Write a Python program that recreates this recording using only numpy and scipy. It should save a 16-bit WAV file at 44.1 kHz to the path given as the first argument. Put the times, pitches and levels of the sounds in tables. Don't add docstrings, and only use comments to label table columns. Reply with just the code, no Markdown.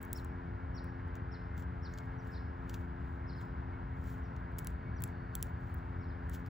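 import sys
import numpy as np
from scipy import signal
from scipy.fft import rfft, irfft
from scipy.io import wavfile
from scipy.ndimage import uniform_filter1d

SR = 44100
rng = np.random.default_rng(int(sys.argv[2]) if len(sys.argv) > 2 else 0)


def wav_record(signal):
    frames = np.transpose(np.atleast_2d(signal))
    bounded = np.clip(frames, -1, 1)
    quanta = np.round(bounded * 32767).astype(np.int16)
    wavfile.write(sys.argv[1], SR, quanta)


N = 286209
T = np.arange(N) / SR
FREQS = np.fft.rfftfreq(N, 1 / SR)

# time in seconds, strength in dB,
# fine top against the snap in dB. Filters and layer trims follow.
CRACKS = [(0.0159, -57, 4), (0.0278, -46, 1), (0.0308, -50, -6.5), (0.0493, -50, 0), (0.129, -29, 3.5),
          (0.1735, -46.5, -9.5), (0.246, -44, -13), (0.842, -58, -5), (4.5837, -35, -1),
          (4.588, -31.5, -16), (4.5947, -47, -3), (4.6456, -42.5, -8), (4.67, -30.5, -18), (5.0037, -51, 3),
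          (5.0201, -40, 4), (5.037, -27, -22), (5.076, -52, -15), (5.3515, -28, -1.5),
          (5.4258, -25.5, -6.5), (5.7426, -56, 8), (6.2954, -45.5, -8)]
# time in seconds, strength in dB,
# hollow body against the snap in dB. Filters and layer trims follow.
STALKS = [(1.1538, -56, 0), (1.5775, -56, -1), (1.623, -63, 2), (1.938, -64.5, 10), (1.976, -59, 8),
          (1.985, -56.5, 7), (2.2722, -64, -5), (2.6952, -49.5, 2), (2.742, -47.5, 2.5), (3.4131, -62, 0),
          (4.364, -68, 6.5), (6.3155, -65, -1), (6.334, -57, 0), (6.342, -47, -14), (6.4617, -60.5, 1)]
# time of the height
# in seconds, half length in seconds, level in dB before the filters.
MOVES = [(.034, 0.033, -78), (0.184, 0.023, -67.5), (1.598, 0.013, -67), (1.976, 0.092, -81),
         (2.3, .06, -79.5), (2.762, 0.059, -76), (3.097, 0.083, -85), (3.417, 0.041, -79),
         (4.093, 0.042, -66.5), (5.7, 0.12, -82), (6.35, 0.028, -68)]
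# start in seconds, end in seconds.
NIBBLE_SPELLS = [(.75, 1.2), (4.35, 4.75), (5.5, 6.25)]
# frequency in Hz, relative level in dB.
SHELL_COLOUR = [(2500, -13.5), (5000, -20), (6500, -10), (7900, -1), (9200, -4), (10100, -1), (11500, -7.5),
                (13000, -4.5), (15000, -11.5)]
# frequency in Hz, relative level in dB.
STALK_COLOUR = [(2500, -32.5), (5000, -24), (6500, -20), (7800, 3.5), (9300, 3), (10100, 1), (11000, -2.5),
                (13000, 3), (15400, 13), (16400, -22)]
# frequency in Hz, relative level in dB.
BODY_COLOUR = [(800, -80.5), (2000, -6), (3200, 4), (4500, 0), (6000, -1.5), (7500, 3), (10000, -33)]
# frequency in Hz, relative level in dB.
TOP_COLOUR = [(11000, -34.5), (13300, -10), (15000, 7), (15800, 6.5), (16600, -12.5)]
# time of the crest of the chip or
# echo in seconds, crest pitch in Hz, level in dB before the crest, echo and cover changes,
# leaf cover from 0 to 1.
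CHIPS_AND_ECHOES = [(.165, 5520, -62.5, 0), (.758, 5650, -61, 0.72), (1.324, 5460, -65, .8),
                    (1.836, 5500, -62, 0.86), (2.190, 5900, -77, .75), (2.322, 5350, -66.5, 0.85),
                    (2.347, 5460, -68, 1), (3.28, 5330, -66.5, 0.97), (3.314, 5340, -69, 0.8),
                    (3.368, 5240, -69.5, .6), (4.238, 5900, -82, 1), (4.966, 5900, -74, 0.8),
                    (6.012, 5560, -77, 1), (6.086, 5170, -77, 1)]
# time from the crest in fall times, pitch as a
# ratio of the crest pitch, relative level in dB.
CHIP_SHAPE = np.array([(-.55, .88, -30), (-.25, .96, -9), (0, 1, 0), (.25, .96, 0), (.5, .81, 0),
              (.75, .72, -3), (1, .61, -14), (1.1, .58, -36)])
# frequency in Hz, relative level in dB.
LEAF_COLOUR = [(3600, -12), (5300, -2.0)]
# frequency in Hz, relative level in dB.
RUMBLE_COLOUR = [(15, -60), (30, -31.5), (40, -9), (52, -1.5), (75, 4.5), (100, 0), (130, -3.5),
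                 (165, -10.5), (220, -14.5), (300, -22.5), (400, -29), (600, -72)]
# time in seconds, level in dB.
RUMBLE_LEVEL = [(0, -42), (3, -42), (4.6, -41), (5.6, -41.5)]
# frequency in Hz, relative level in dB.
WASH_COLOUR = [(200, -13.5), (400, -2), (560, 1.5), (750, 6.5), (1000, 9), (1230, 3.5), (1550, 4),
               (1900, -1.5), (2200, -8), (2450, -12.5), (3500, -22.5), (4900, -28.5), (6200, -39.5),
               (9000, -46.5), (16000, -60.5)]
# time in seconds, firing rate in Hz.
ENGINE_RATE = [(0, 87.7), (1.7, 87.6), (4, 87.1), (6.49, 86.85)]
# multiple of the firing rate, relative level in dB.
ENGINE_ORDERS = [(2, -2), (3, -1.5), (4, -6.5), (5, -9.5), (6, -19), (7, -18.5), (8, -19.5)]
# start in seconds, drop in speed as a share.
LOADS = [(0.921, .085), (2.95, .023)]
# multiple of the motor rate, level in dB before strain and flicker.
MOTOR_ORDERS = [(3, -70), (4, -75)]
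# frequency in Hz, left lead in radians, left minus right
# in dB, scattered share in dB before the scaling for distance.
PORTS = [(60, -.1, 1.1, -18), (130, -.22, 1.8, -17), (280, -.45, 3.3, -14), (430, -.8, 3.5, -12),
         (650, -1.9, 2.1, -8), (950, -2.3, 2.6, -8), (1230, -2.5, 4.5, -4), (1380, .6, 1, -5),
         (1600, .4, -1, -9), (2100, 0, -1.2, -16), (3000, -.52, 0, -14), (6500, -.5, 0, -9),
         (7900, .3, 0, -9), (8300, 3.2, 0, -7), (9500, 4, 0, -5), (12000, 7.3, 0, -5), (15700, 12.3, 0, -8)]


def squirrel(lawn_db=-21):
    stalk_decay_s, stalk_fine_db = 0.0013, -18
    shells = fractures(bites() + nibbles(), SHELL_COLOUR, delay_s=0.00099, rise_s=0.000074,
                       snap_db=-3.0, body_db=-0.5, top_db=-0.5)
    snaps = [(s, db, hollow_db, stalk_decay_s, stalk_fine_db) for s, db, hollow_db in STALKS]
    stalks = fractures(snaps, STALK_COLOUR, delay_s=0.00041, rise_s=0.00015,
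                       snap_db=-0.5, body_db=0.5, top_db=-9)
    near = shells + stalks + rustle()
    ground = open_air(near, t60=.025, wet_db=-17)
    lawn = open_air(near, t60=0.15, wet_db=lawn_db)
    return near + ground + lawn


def bites():
    first_seed_db, second_seed_db, swap_s = -20.5, -13.5, 3
    reference_decay_s, reference_db, decay_doubles_db = 0.00093, -46.5, 55
    cracks = []
    for s, db, fine_db in CRACKS:
        hollow_db = first_seed_db if s < swap_s else second_seed_db
        decay_s = reference_decay_s * 2 ** ((db - reference_db) / decay_doubles_db)
        cracks.append((s, db, hollow_db, decay_s, fine_db))
    return cracks


def nibbles(level_db=-72, spread_db=4, hollow_db=-6, decay_s=0.00042, fine_db=2, count=6):
    ticks = []
    for start, end in NIBBLE_SPELLS:
        for _ in range(count):
            db = level_db + spread_db * rng.standard_normal()
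            ticks.append((rng.uniform(start, end), db, hollow_db, decay_s, fine_db))
    return ticks


def fractures(breaks, spectrum, delay_s, rise_s, snap_db, body_db, top_db):
    snap, body, top = np.zeros((3, N))
    t = T[:SR // 50]
    for s, db, hollow_db, decay_s, fine_db in breaks:
        i = int((s + delay_s) * SR)
        shape = (1 - np.exp(-(t / rise_s) ** 2)) * np.exp(-t / decay_s)
        shape = shape / shape.max() * undb(db)
        tears = rng.choice([-1, 1], (3, len(t))) * shape
        tears = tears[:, :N - i]
        snap[i:i + len(t)] += tears[0]
        body[i:i + len(t)] += tears[1] * undb(hollow_db)
        top[i:i + len(t)] += tears[2] * undb(fine_db)
    snap = undb(snap_db) * colour(snap, spectrum)
    body = undb(body_db) * colour(body, BODY_COLOUR)
    top = undb(top_db) * colour(top, TOP_COLOUR)
    return snap + body + top


def rustle(grain_db=3, move_body_db=-3, brush_body_db=3, crumble_body_db=-2.0):
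    moves = np.sqrt(sum((undb(db) / (1 + ((T - s) / half_s) ** 2)) ** 2 for s, half_s, db in MOVES))
    brush = swells(STALKS, lag_s=0.0055, spread_s=0.0083, db=-20.5)
    crumble = swells(CRACKS, lag_s=.03, spread_s=.03, db=-49.5)
    grain_samples = SR // 1000
    sizes = np.minimum(rng.exponential(size=N // grain_samples + 1), 5)
    grains = unit(np.repeat(undb(grain_db * sizes), grain_samples)[:N])
    snap_swell = moves + brush + crumble
    body_swell = moves * undb(move_body_db) + brush * undb(brush_body_db) + crumble * undb(crumble_body_db)
    snap = snap_swell * grains * rng.standard_normal(N)
    body = body_swell * grains * rng.standard_normal(N)
    return colour(snap, STALK_COLOUR) + colour(body, BODY_COLOUR)


def swells(events, lag_s, spread_s, db):
    return sum(undb(event_db + db) * np.exp(-.5 * ((T - s - lag_s) / spread_s) ** 2)
               for s, event_db, _ in events)


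def bird(overtone_db=-32, rough_db=2, trunks_db=-6, smear_rad=1.3):
    fall_s = .042
    shape_u, shape_pitch, shape_db = np.transpose(CHIP_SHAPE)
    song, sent = np.zeros((2, N))
    smear = smear_rad * walk(150)
    for s, crest_hz, db, cover in CHIPS_AND_ECHOES:
        i = np.flatnonzero((T > s + shape_u[0] * fall_s) & (T < s + shape_u[-1] * fall_s))
        u = (T[i] - s) / fall_s
        phase = 2 * np.pi * np.cumsum(crest_hz * np.interp(u, shape_u, shape_pitch)) / SR
        crest_db = (6.5 - 14.5 * cover) * np.clip(1 - 2 * u, 0, 1)
        echo_db = -12.5 + 17.5 * cover
        effort = undb(db + np.interp(u, shape_u, shape_db) + crest_db)
        song[i] += effort * (np.sin(phase) + undb(overtone_db) * np.sin(2 * phase))
        sent[i] += effort * undb(echo_db) * np.sin(phase + smear[i])
    trunks = open_air(sent, t60=0.065, wet_db=trunks_db)
    trees = open_air(colour(sent, LEAF_COLOUR), t60=.5, wet_db=-1.5)
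    return np.sqrt(2) * (song * undb(rough_db * walk(130)) + trunks + trees)


def traffic(wash_db=-52.5):
    rumble = unit(colour(rng.standard_normal(N), RUMBLE_COLOUR))
    power = uniform_filter1d(rumble ** 2, size=SR // 12)
    rumble = unit(rumble / power ** 0.049)
    wash = unit(colour(rng.standard_normal(N), WASH_COLOUR))
    return rumble * undb(over_time(RUMBLE_LEVEL)[0]) + wash * undb(wash_db + .5 * walk(15))


def engine(level_db=-53.0, waver_db=1.0, waver_rad=0.39):
    phase = 2 * np.pi * np.cumsum(over_time(ENGINE_RATE)[0]) / SR
    hum = np.zeros(N)
    for multiple, order_db in ENGINE_ORDERS:
        level = undb(order_db + waver_db * walk(1.7))
        hum += level * np.sin(round(multiple) * phase + waver_rad * walk(3.4))
    return np.sqrt(2) * undb(level_db) * hum


def motor(strain_db=4, flicker_db=4.5):
    rate_hz, bog_s, recover_s = 555.5, .24, 1.15
    sag = sum(np.interp(T, [s, s + bog_s, s + bog_s + recover_s], [0, drop, 0]) for s, drop in LOADS)
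    waver = .0015 * walk(25)
    phase = 2 * np.pi * np.cumsum(rate_hz * (1 - sag + waver)) / SR
    strain = strain_db * sag / sag.max()
    return sum(undb(db + strain + flicker_db * walk(14)) * np.sin(round(multiple) * phase)
               for multiple, db in MOTOR_ORDERS)


def far_birds(centre_hz=4450, level_db=-86):
    width_hz, swell_s, spread_s, flutter_db = 200, 5.2, .45, 2.5
    window = np.exp(-((FREQS - centre_hz) / width_hz) ** 2)
    band = unit(irfft(rfft(rng.standard_normal(N)) * window, N))
    swell = np.exp(-.5 * ((T - swell_s) / spread_s) ** 2)
    return band * undb(level_db + flutter_db * walk(14)) * swell


def open_air(x, t60, wet_db):
    tail = rng.standard_normal(N) * np.exp(-np.log(1000) * T / t60)
    tail /= np.sqrt(np.sum(tail ** 2))
    return undb(wet_db) * irfft(rfft(x, 2 * N) * rfft(tail, 2 * N))[:N]


def microphones(x, far=0):
    lead, pan_db, loose_db = over_hz(PORTS)
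    loose = far * undb(loose_db)
    sides = np.array([[1], [-1]])
    scattered = np.exp(2j * np.pi * rng.random((2, len(FREQS))))
    direct = np.sqrt(1 - loose ** 2) * np.exp(.5j * sides * lead)
    return irfft(rfft(x) * undb(sides * pan_db / 2) * (direct + loose * scattered), N)


def colour(x, spectrum):
    cepstrum = irfft(np.log(unit(undb(over_hz(spectrum)[0]))), N)
    cepstrum[1:N // 2] *= 2
    cepstrum[N // 2:] = 0
    return irfft(rfft(x) * np.exp(rfft(cepstrum)), N)


def walk(rate_hz):
    lowpass = np.exp(-(FREQS / rate_hz) ** 2) * (FREQS > 0)
    return unit(irfft(rfft(rng.standard_normal(N)) * lowpass, N))


def over_hz(table):
    hz, *columns = np.transpose(table)
    return [np.interp(np.log(FREQS + 1), np.log(hz), c) for c in columns]


def over_time(table):
    s, *columns = np.transpose(table)
    return [np.interp(T, s, c) for c in columns]


def undb(db):
    return 10 ** (np.asarray(db) / 20)


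def unit(x):
    return x / np.sqrt(np.mean(x ** 2))


def scene():
    near = squirrel() + bird()
    distant = traffic() + engine() + motor() + far_birds()
    return microphones(near) + microphones(distant, far=0.94)


def record(dry):
    top_hz = 16600
    gate = np.clip(np.minimum(T, T[-1] - T) / .006, 0, 1) ** 2
    lowpass = signal.ellip(10, .2, 80, top_hz, fs=SR, output="sos")
    return signal.sosfilt(lowpass, dry * gate)


dry = scene()
out = record(dry)
wav_record(out)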